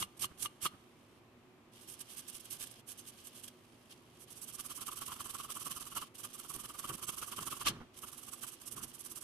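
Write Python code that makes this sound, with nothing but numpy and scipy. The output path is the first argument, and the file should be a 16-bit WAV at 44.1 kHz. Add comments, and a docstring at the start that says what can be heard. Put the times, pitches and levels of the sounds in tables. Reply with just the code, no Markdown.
"""First come four strong swipes of a hand wire brush on a small steel part, over the low rush of a quiet room.
A rubber glove holds the part just above a wooden table; lighter strokes follow, then quick to-and-fro scrubbing.
Wire tips hiss and bent wires rasp as random clicks; tufts catch on edges and knock in the brush block.
At a few hard strokes the brush skids off: the part rings briefly through its modes.
The hands bump the table as soft filtered noise, and two microphones hear it all with a faint room tail."""
import sys
import numpy as np
from scipy import signal
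from scipy.fft import rfft, irfft
from scipy.io import wavfile
from scipy.ndimage import uniform_filter1d

SR = 44100
rng = np.random.default_rng(int(sys.argv[2]) if len(sys.argv) > 2 else 0)


def unload_audio(sound):
    """Save the sound as a 16-bit wav file, at the path given as the first command line argument."""
    columns = np.transpose(np.atleast_2d(sound))
    # keep every value between -1 and 1, then stretch to whole-number steps
    steps = np.round(np.clip(columns, -1, 1) * 32767)
    wavfile.write(sys.argv[1], SR, steps.astype(np.int16))


N = 407043
TIME = np.arange(N) / SR

# Levels in the tables are relative: the gains of each source come on top.
# the brush skids off an edge, the block knocks, the steel rings, the last tuft snaps:
# (t/s, knock level/dB, ring level/dB, snap level/dB, fade to 1/e /s)
SKIDS = [(.025, -42, -42, -36, 0.0044), (0.243, -40.5, -42.5, -31, 0.0028), (.458, -42, -44, -36, 0.0034),
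         (.6615, -29, -41.5, -18.5, 0.0046), (5.968, -47, -55, -43, 0.014),
         (7.092, -55, -50.5, -21.5, 0.0038), (7.666, -31.5, -35.5, -28, 0.0084)]
# colour of biting wires at the two microphones: (f/Hz, left level/dB, right level/dB)
RASP_COLOUR = [(400, -3, -10.5), (1110, -9, -22.5), (1320, -12, -6), (1674, -3.5, 0), (1950, -13, -16.5),
               (2430, -4.5, -2.5), (3130, 5.5, 0), (3300, 2, 0.5), (3540, 0.5, -3.5), (3900, -1, -3),
               (5120, -12, 1.5), (7560, -7, -7), (15000, -19.5, -55)]


def from_db(db):
    """Amplitude ratio for a level in dB."""
    return np.exp(np.asarray(db) * (np.log(10) / 20))


def rms_one(x):
    """Scale to an rms of 1."""
    return x / np.sqrt(np.mean(x ** 2) + 1e-20)


def swells(rows, attack_shape=0.76, release_shape=0.91):
    """Level of contacts (peak s, dB, rise s, fall s to 1/e; higher shape is squarer); their powers add."""
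    power = np.zeros(N)
    for s, db, rise, fall in rows:
        near = slice(max(0, int((s - .12) * SR)), int((s + .12) * SR))
        lag = TIME[near] - s
        span = np.where(lag < 0, rise, fall)
        shape = np.where(lag < 0, attack_shape, release_shape)
        fade = np.abs(lag / span) ** shape
        power[near] += from_db(db) ** 2 * np.exp(-2 * np.minimum(fade, 20))
    return np.sqrt(power)


def flutter(per_s, depth_db):
    """A gain that wanders at random about its mean power; rms 1."""
    knots = np.arange(0, N / SR + 1, 1 / per_s)
    gains = from_db(depth_db * rng.standard_normal(len(knots)))
    return rms_one(np.interp(TIME, knots, gains))


def slips(per_s, spread_db):
    """Wires let go at random moments, each with a click of random sign and size; rms 1."""
    chance = per_s / SR
    sizes = from_db(spread_db * np.minimum(rng.standard_normal(N), 2))
    clicks = sizes * np.sign(rng.random(N) - .5)
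    happens = rng.random(N) < chance
    # dividing by the root of the chance keeps the power even when the rate changes
    return rms_one(clicks * happens / np.sqrt(chance))


def colour(x, points):
    """Causal (minimum-phase) filter for each microphone; keeps white noise's power, averaged over both."""
    size = 4096
    hz, *sides = np.transpose(points)
    grid = np.log(np.maximum(np.fft.rfftfreq(size, 1 / SR), 1))
    gains = from_db([np.interp(grid, np.log(hz), db) for db in sides])
    # folding the cepstrum onto positive time gives the minimum phase
    cepstrum = irfft(np.log(gains))
    cepstrum[:, 1:size // 2] *= 2
    cepstrum[:, size // 2 + 1:] = 0
    response = rms_one(irfft(np.exp(rfft(cepstrum)))) / np.sqrt(size)
    return signal.oaconvolve(np.atleast_2d(x), response, axes=1)[:, :N]


def resonance(x, hz, width_hz):
    """One mode as a two-pole filter, gain 1 at its top."""
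    r = np.exp(-np.pi * width_hz / SR)
    feed = np.array([1, 0, -1]) * (1 - r * r) / 2
    return signal.lfilter(feed, [1, -2 * r * np.cos(2 * np.pi * hz / SR), r * r], x)


def stroke(s, db, length, bite_db):
    """A stroke centred on s swells and fades: (peak s, dB, rise s, fall s, bite dB)."""
    rise = length * 0.56   # share of the stroke spent swelling
    return s - length / 2 + rise, db, rise, length - rise, bite_db


def drag():
    """Level of the wires that stay on the part between strokes, or graze it while it is turned."""
    # wires resting on the part: (from t/s, to t/s, drag level/dB)
    contacts = [(.01, 1.2, -77.5), (1.725, 2.1, -64.5), (2.095, 2.809, -63), (2.878, 3.512, -66),
                (3.51, 4.263, -72.5), (4.271, 6.083, -63.5), (6.164, 7.7, -63.5), (7.937, 9.3, -65.5)]
    settle_s = 0.018   # time the wires take to settle or lift
    level = sum(from_db(db) * ((TIME >= start) & (TIME < end)) for start, end, db in contacts)
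    return uniform_filter1d(level, size=int(settle_s * SR))


def glove_echo(x):
    """The moving gloves throw back an early echo whose delay wanders, so the colour of the strokes varies."""
    share = .27
    knots = np.arange(0, N / SR + 1, .12)
    echoes = []
    for side in x:
        lag = np.interp(TIME, knots, rng.uniform(.0005, .0016, len(knots)))
        echoes.append(np.interp(TIME - lag, TIME, side))
    return (x + share * np.array(echoes)) / np.hypot(1, share)


def wire_rings(level, count, width_hz):
    """Single wires sing briefly, each at its own pitch, plucked with its own random flutter."""
    rings, plucks = np.zeros((2, N)), rng.standard_normal(N) * level
    pitches = np.geomspace(4800, 13800, count) * rng.uniform(.96, 1.04, count)
    for k, hz in enumerate(pitches):
        gain = np.minimum(flutter(per_s=30, depth_db=11.5), 2)
        rings[k % 2] += resonance(plucks * gain, hz, width_hz)   # alternate microphones
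    return rms_one(rings) * np.sqrt(np.mean(level ** 2))


def wire_tips(strokes, tufts):
    """Thousands of tiny slips hiss, denser in a stronger stroke; each microphone hears its own."""
    # colour of the tip hiss at the two microphones: (f/Hz, left level/dB, right level/dB)
    hiss_colour = [(1540, -25.5, -32), (4000, -15, -16.5), (4800, -9, -13.5), (5870, -10, -0.5),
                   (7240, -21, -2.5), (8210, -15.5, 5), (10730, -11.5, 5), (13700, -16.5, -1.5),
                   (13960, -29, -11.5)]
    stroke_level = swells([row[:4] for row in strokes], attack_shape=3.35, release_shape=2.16)
    level = np.hypot(stroke_level, drag())
    per_s = 3009.5 + 22000 * level / level.max()
    clicks = np.array([slips(per_s, spread_db=0.0) for side in range(2)])
    rings = from_db(-14.5) * wire_rings(level, count=12, width_hz=79)
    hiss = colour(clicks * level * tufts + rings, hiss_colour)
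    return from_db(-1.0) * glove_echo(hiss)


def steel(force):
    """The modes of the part, damped by the glove, ring side by side."""
    # modes of the steel part: (f/Hz, width/Hz, level/dB)
    steel_modes = [(1182, 76, 11.5), (1590, 50, -30), (1750, 190, -20), (2170, 300, 0), (2690, 120, 1),
                   (2870, 46, 11.5), (3135, 174, 7), (3500, 30, -10), (4150, 29, -30), (4200, 27, 1),
                   (4780, 86, -24), (5350, 580, -15), (5950, 150, -8)]
    return sum(from_db(db) * resonance(force + 1e-18, hz, width) for hz, width, db in steel_modes)


def bent_wires(strokes, tufts):
    """Wires that bite bend and spring back with a lower, grittier rasp, which the steel takes up."""
    bites = [(s, db + bite_db, rise, fall) for s, db, rise, fall, bite_db in strokes]
    biting = swells(bites, attack_shape=2.6, release_shape=1.5)
    level = np.hypot(biting, from_db(5.0) * drag())
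    shared = slips(3500, spread_db=4)
    own = np.array([slips(5000, spread_db=6) for side in range(2)])
    force = rms_one(.5 * shared + own) * level * tufts
    rasp = glove_echo(colour(force, RASP_COLOUR))
    return from_db(-5.5) * rasp + from_db(-8.5) * steel(force)


def snaps():
    """One sharp push, a single sample long, as the last tuft of each skid lets go."""
    pushes = np.zeros(N)
    for s, knock_db, ring_db, snap_db, fade in SKIDS:
        pushes[int(s * SR)] = from_db(snap_db)
    return pushes


def brush_block(catches):
    """A caught tuft lets go in a short volley of slips that knock in the block and its side resonances."""
    # colour of the knock at the two microphones: (f/Hz, left level/dB, right level/dB)
    block_colour = [(25, -46, -43), (58.3, -23, -20), (122, -9, -5.5), (374, -5.5, -7.5),
                    (458, -14.5, -11.5), (850, -12, -14), (998, -22, 1), (1118, 5, 5.5), (1358, 2, 1),
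                    (1530, -10, -9.5), (1850, -39, -20.5), (3100, 0.5, -19.5), (3950, -43, -31),
                    (9000, -67, -13)]
    # side resonances of the block, struck unevenly from tuft to tuft: (f/Hz, width/Hz, level/dB)
    side_modes = [(1028, 98, -7), (1353, 160, -5.5)]
    shared = slips(2200, spread_db=-1.0)
    own = np.array([slips(2500, spread_db=0.0) for side in range(2)])
    level = swells(catches, attack_shape=1.6, release_shape=1.3)
    force = rms_one(shared + .5 * own) * level + from_db(5.0) * snaps()
    ringing = np.zeros((2, N))
    for hz, width, db in side_modes:
        uneven = flutter(per_s=16, depth_db=6)
        ringing += from_db(db) * resonance(force * uneven + 1e-18, hz, width)
    return from_db(-1.0) * colour(force, block_colour) + from_db(7.5) * ringing


def steel_part():
    """Wires snapping over an edge strike the part: a crack and a short ring."""
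    rise_s, late = 0.004, 0.68   # swell of the ring; it peaks this share of its fade after the skid
    rows = [(s + late * fade, ring_db, rise_s, fade) for s, knock_db, ring_db, snap_db, fade in SKIDS]
    level = swells(rows)
    clicks = np.array([slips(3000, spread_db=4) for side in range(2)]) * level
    return from_db(16.5) * steel(clicks) + from_db(-6.0) * colour(snaps(), RASP_COLOUR)


def table(strokes, catches):
    """Gloved bumps rumble in the boards; strokes shake them through the resting hand, catches rock them."""
    # colour of the boards at the two microphones: (f/Hz, left level/dB, right level/dB)
    board_colour = [(30, -18, -6), (69.5, -8, -7.5), (127, 0, 0.5), (200, -4.5, -3), (378, -7, -6.5),
                    (520, -21.5, -21), (1220, -19.5, -13.5), (1760, -23.5, -20.5), (3000, -45, -29),
                    (7000, -73, -48)]
    # the hands bump the table: (t/s, level/dB, length/s as rise plus fall)
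    bump_rows = [(0.016, -47, 0.047), (0.25, -47.5, 0.024), (0.314, -47, .013), (.742, -49, 0.016),
                 (6.561, -47.5, 0.03), (6.914, -43.5, .024), (6.952, -43, 0.011), (7.414, -46, 0.026),
                 (7.475, -46.5, .026), (7.705, -40.5, 0.051), (7.762, -46.5, 0.059), (7.814, -43.5, 0.027),
                 (8.77, -49.5, 0.065), (8.839, -47.5, 0.042)]
    rise_share = .42
    high = signal.butter(1, 600, "high", fs=SR, output="sos")
    own = signal.sosfilt(high, rng.standard_normal((2, N)))
    rumble = colour(rng.standard_normal(N) + 0.66 * own, board_colour)
    rumble /= np.sqrt(uniform_filter1d(np.mean(rumble ** 2, axis=0), size=900))   # even out its level
    shake = from_db(-17.0) * swells([row[:4] for row in strokes])
    bumps = swells([(s, db, length * rise_share, length * (1 - rise_share)) for s, db, length in bump_rows])
    # the arm's weight rocks the whole table, deep and alike on both sides
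    deep = signal.butter(2, [35, 95], "band", fs=SR, output="sos")
    rocking = rms_one(signal.sosfilt(deep, rng.standard_normal(N)))
    rocking = rocking * np.minimum(swells(catches), from_db(-50))
    return from_db(-2.5) * rumble * np.hypot(bumps, shake) + from_db(-18.0) * rocking


def room(x, t60, wet_db, dull_hz):
    """A faint, dull tail of dense reflections: decaying noise, different at each microphone."""
    lag = TIME[:SR // 3]
    tail = rng.standard_normal((2, len(lag))) * from_db(-60 * lag / t60) * (lag > .004)
    low = signal.butter(1, dull_hz, fs=SR, output="sos")
    tail = signal.sosfilt(low, rms_one(tail) / np.sqrt(len(lag)))
    return from_db(wet_db) * signal.oaconvolve(x, tail, axes=1)[:, :N]


def room_noise():
    """A steady low rush with a few humming resonances, nearly alike at both microphones in the bass."""
    # colour of the rush at the two microphones: (f/Hz, left level/dB, right level/dB)
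    rush_colour = [(20.1, -19, -13), (56.5, -9, -4.5), (115, 3.5, 5), (185, -4.5, 0.5), (246, 4.5, 6.5),
                   (304, -0.5, -2), (335, 4, 6.5), (398, -5, -0.5), (910, -7, -7.5), (1130, -7.5, -4),
                   (1480, -12.5, -12), (2580, -10.5, -13), (5400, -26, -22), (14400, -32, -26.5)]
    # low resonances of the room: (f/Hz, width/Hz, level/dB)
    hum_modes = [(117, 22, -4), (243, 20, -1), (367, 22, 0)]
    shared, own = rng.standard_normal(N), rng.standard_normal((2, N))
    treble = signal.sosfilt(signal.butter(1, 1000, "high", fs=SR, output="sos"), own)
    bass = signal.sosfilt(signal.butter(1, 1000, fs=SR, output="sos"), shared + .17 * own)
    hum = np.zeros(N)
    for hz, width, db in hum_modes:
        once = resonance(rng.standard_normal(N), hz, width)
        hum += from_db(db) * resonance(once, hz, width)
    return from_db(-63) * colour(bass + treble, rush_colour) + from_db(-70.5) * rms_one(hum)


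def swings():
    """The arm swings evenly through each run, and one direction bites more: times and extra bite in dB."""
    # runs of to-and-fro scrubbing:
    # (first stroke t/s, last stroke t/s, rate/strokes per s, extra bite of the first direction/dB)
    runs = [(4.319, 4.66, 17.7, -3), (4.712, 4.877, 18.1, 3), (4.927, 5.124, 20.3, 1.5),
            (5.166, 5.446, 21.4, -2), (5.513, 6.022, 19.6, 3), (6.198, 6.753, 19.9, -1),
            (6.797, 7.037, 20.6, -1), (7.09, 7.617, 20.8, -2), (7.985, 8.534, 20.1, 1.5),
            (8.62, 8.891, 18.8, 1.5), (8.951, 9.226, 18.5, 0.3)]
    s, lean_db = [], []
    for first, last, per_s, push_db in runs:
        count = int(round((last - first) * per_s)) + 1
        s.extend(np.linspace(first, last, count))
        lean_db.extend(push_db * (-1) ** np.arange(count))   # the other direction bites less
    return np.array(s), np.array(lean_db)


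def scrubbing():
    """Each swing makes one stroke and one catch; the arm's force sets both, and a harder catch bites more."""
    # force of the scrubbing arm: (t/s, tip hiss level/dB, knock level of catching tufts/dB)
    effort = [(4.32, -49.5, -76.5), (4.45, -47.5, -67.5), (4.6, -43, -50.5), (4.85, -42.5, -48.5),
              (5.15, -44.5, -47), (5.45, -45.5, -44.5), (5.65, -40.5, -47), (5.87, -45.5, -44.5),
              (6.021, -45, -46), (6.24, -47, -52), (6.4, -47.5, -54.5), (6.52, -41.5, -47.5),
              (6.72, -49.5, -52), (6.85, -44.5, -45), (7.15, -40.5, -45.5), (7.35, -44.5, -52.5),
              (7.5, -41.5, -45), (7.62, -43.5, -42.5), (7.98, -51.5, -59), (8.1, -47.5, -56.5),
              (8.23, -50, -62), (8.33, -44, -52), (8.48, -44.5, -55), (8.59, -55, -63.5), (8.68, -44, -55),
              (8.8, -44, -73), (8.95, -49, -66), (9.16, -42, -58), (9.22, -46.5, -56)]
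    # strokes that dig in or glance off: (t/s, change of force/dB)
    accents = [(4.43, 5), (5.17, -6), (5.92, -3.5), (5.97, 7), (6.25, 4), (6.3, -14), (6.45, -6),
               (6.75, -2.5), (6.8, 4), (6.89, 3), (6.99, -7.5), (7.09, 3.5), (7.13, -5.5), (7.47, 1),
               (7.57, -3.5), (8.04, 5), (8.38, -9.5), (8.43, 1.5), (8.84, 4), (8.89, -4.5)]
    # tufts that snag hard on an edge, in place of the stroke's ordinary catch: (t/s, knock level/dB)
    snags = [(4.596, -48), (4.71, -46.5), (4.788, -48), (4.887, -40.5), (5.021, -41.5), (5.093, -45),
             (5.122, -42), (5.21, -44.5), (5.296, -48.5), (5.502, -44), (5.669, -40.5), (5.712, -44),
             (5.972, -37), (6.51, -48), (6.649, -45), (6.9, -38.5), (7.032, -44.5), (7.092, -40.5),
             (7.231, -40), (7.329, -41.5), (7.389, -38.5), (7.477, -41.5), (7.529, -39.5), (8.041, -46),
             (8.441, -46.5), (8.779, -47.5), (8.814, -52.5)]
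    length_s = 0.036   # rise plus fall of a scrubbing stroke
    bite_base_db, bite_follows = -5, 0.45   # rasp over hiss when knock equals hiss; dB more per dB of knock
    catch_rise_s, catch_fall_s = 0.012, 0.011
    late_s, scatter_s, scatter_db = 0.0022, 0.0023, 2.5   # catch after mid-stroke, and how it varies

    s, lean_db = swings()
    accent_db = np.zeros(len(s))
    for when, db in accents:
        accent_db[np.argmin(np.abs(s - when))] += db
    times, *levels = np.transpose(effort)
    hiss_db, knock_db = [np.interp(s, times, db) + accent_db for db in levels]
    late, hard = rng.standard_normal((len(s), 2)).T
    catch_s = s + late_s + scatter_s * late
    catch_db = knock_db + scatter_db * hard
    for when, db in snags:
        nearest = np.argmin(np.abs(s - when))
        catch_s[nearest], catch_db[nearest] = when, db
    bite_db = bite_base_db + bite_follows * (catch_db - hiss_db) + lean_db
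    strokes = [stroke(t, db, length_s, bite) for t, db, bite in zip(s, hiss_db, bite_db)]
    catches = [(t, db, catch_rise_s, catch_fall_s) for t, db in zip(catch_s, catch_db)]
    return strokes, catches


def scene():
    """The tufts pass over the part one after another, so hiss and rasp flutter together."""
    # single strokes, the swipes first: (centre t/s, tip hiss level/dB, length/s, bite = rasp over hiss/dB)
    single_strokes = [(0.009, -36.5, 0.058, -5), (0.178, -58.5, 0.019, -1), (0.207, -45, 0.025, -4),
                      (0.234, -34.5, 0.045, -4.5), (0.408, -48.5, 0.05, -3), (0.436, -36.5, 0.054, -7),
                      (0.646, -35.5, 0.051, -3.5), (1.828, -56, 0.041, -12), (1.89, -47, 0.028, -7),
                      (1.92, -46.5, 0.051, -9), (2.006, -44, 0.031, -5.5), (2.123, -49, 0.055, -4),
                      (2.187, -43.5, 0.039, -5.5), (2.292, -43, 0.028, -6.5), (2.355, -47, 0.052, -4),
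                      (2.407, -51, .022, -11), (2.454, -49, 0.02, -11), (2.524, -41, 0.04, -6.5),
                      (2.544, -46, 0.049, -3), (2.62, -43, 0.056, -4), (2.674, -51.5, 0.025, -4),
                      (2.716, -51, 0.023, -12), (2.905, -46, 0.061, -6), (2.995, -48.5, 0.035, -5.5),
                      (3.084, -49, 0.04, -5), (3.192, -60, 0.055, 3.5), (3.265, -48, .043, -4.5),
                      (3.376, -51.5, 0.069, -2), (3.447, -48, 0.037, -5), (3.482, -47.5, 0.012, 1),
                      (3.919, -58, .042, 5.5), (4.22, -55, 0.051, -6), (6.157, -52.5, 0.022, -1.5),
                      (7.678, -35, 0.041, 7.5)]
    skid_rise_s = 0.0079   # swell of the knock
    scrub_strokes, scrub_catches = scrubbing()
    strokes = [stroke(*row) for row in single_strokes] + scrub_strokes
    skid_catches = [(s, knock_db, skid_rise_s, fade) for s, knock_db, ring_db, snap_db, fade in SKIDS]
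    catches = skid_catches + scrub_catches
    tufts = flutter(per_s=220, depth_db=2.5)
    work = wire_tips(strokes, tufts) + bent_wires(strokes, tufts)
    work = work + brush_block(catches) + steel_part() + table(strokes, catches)
    return work + room(work, t60=0.64, wet_db=-22.0, dull_hz=5900) + room_noise()


def record(dry):
    """The top is cut steeply above 14.4 kHz."""
    return signal.sosfilt(signal.ellip(10, .1, 70, 14400, fs=SR, output="sos"), dry)


dry = scene()
out = record(dry)
unload_audio(out)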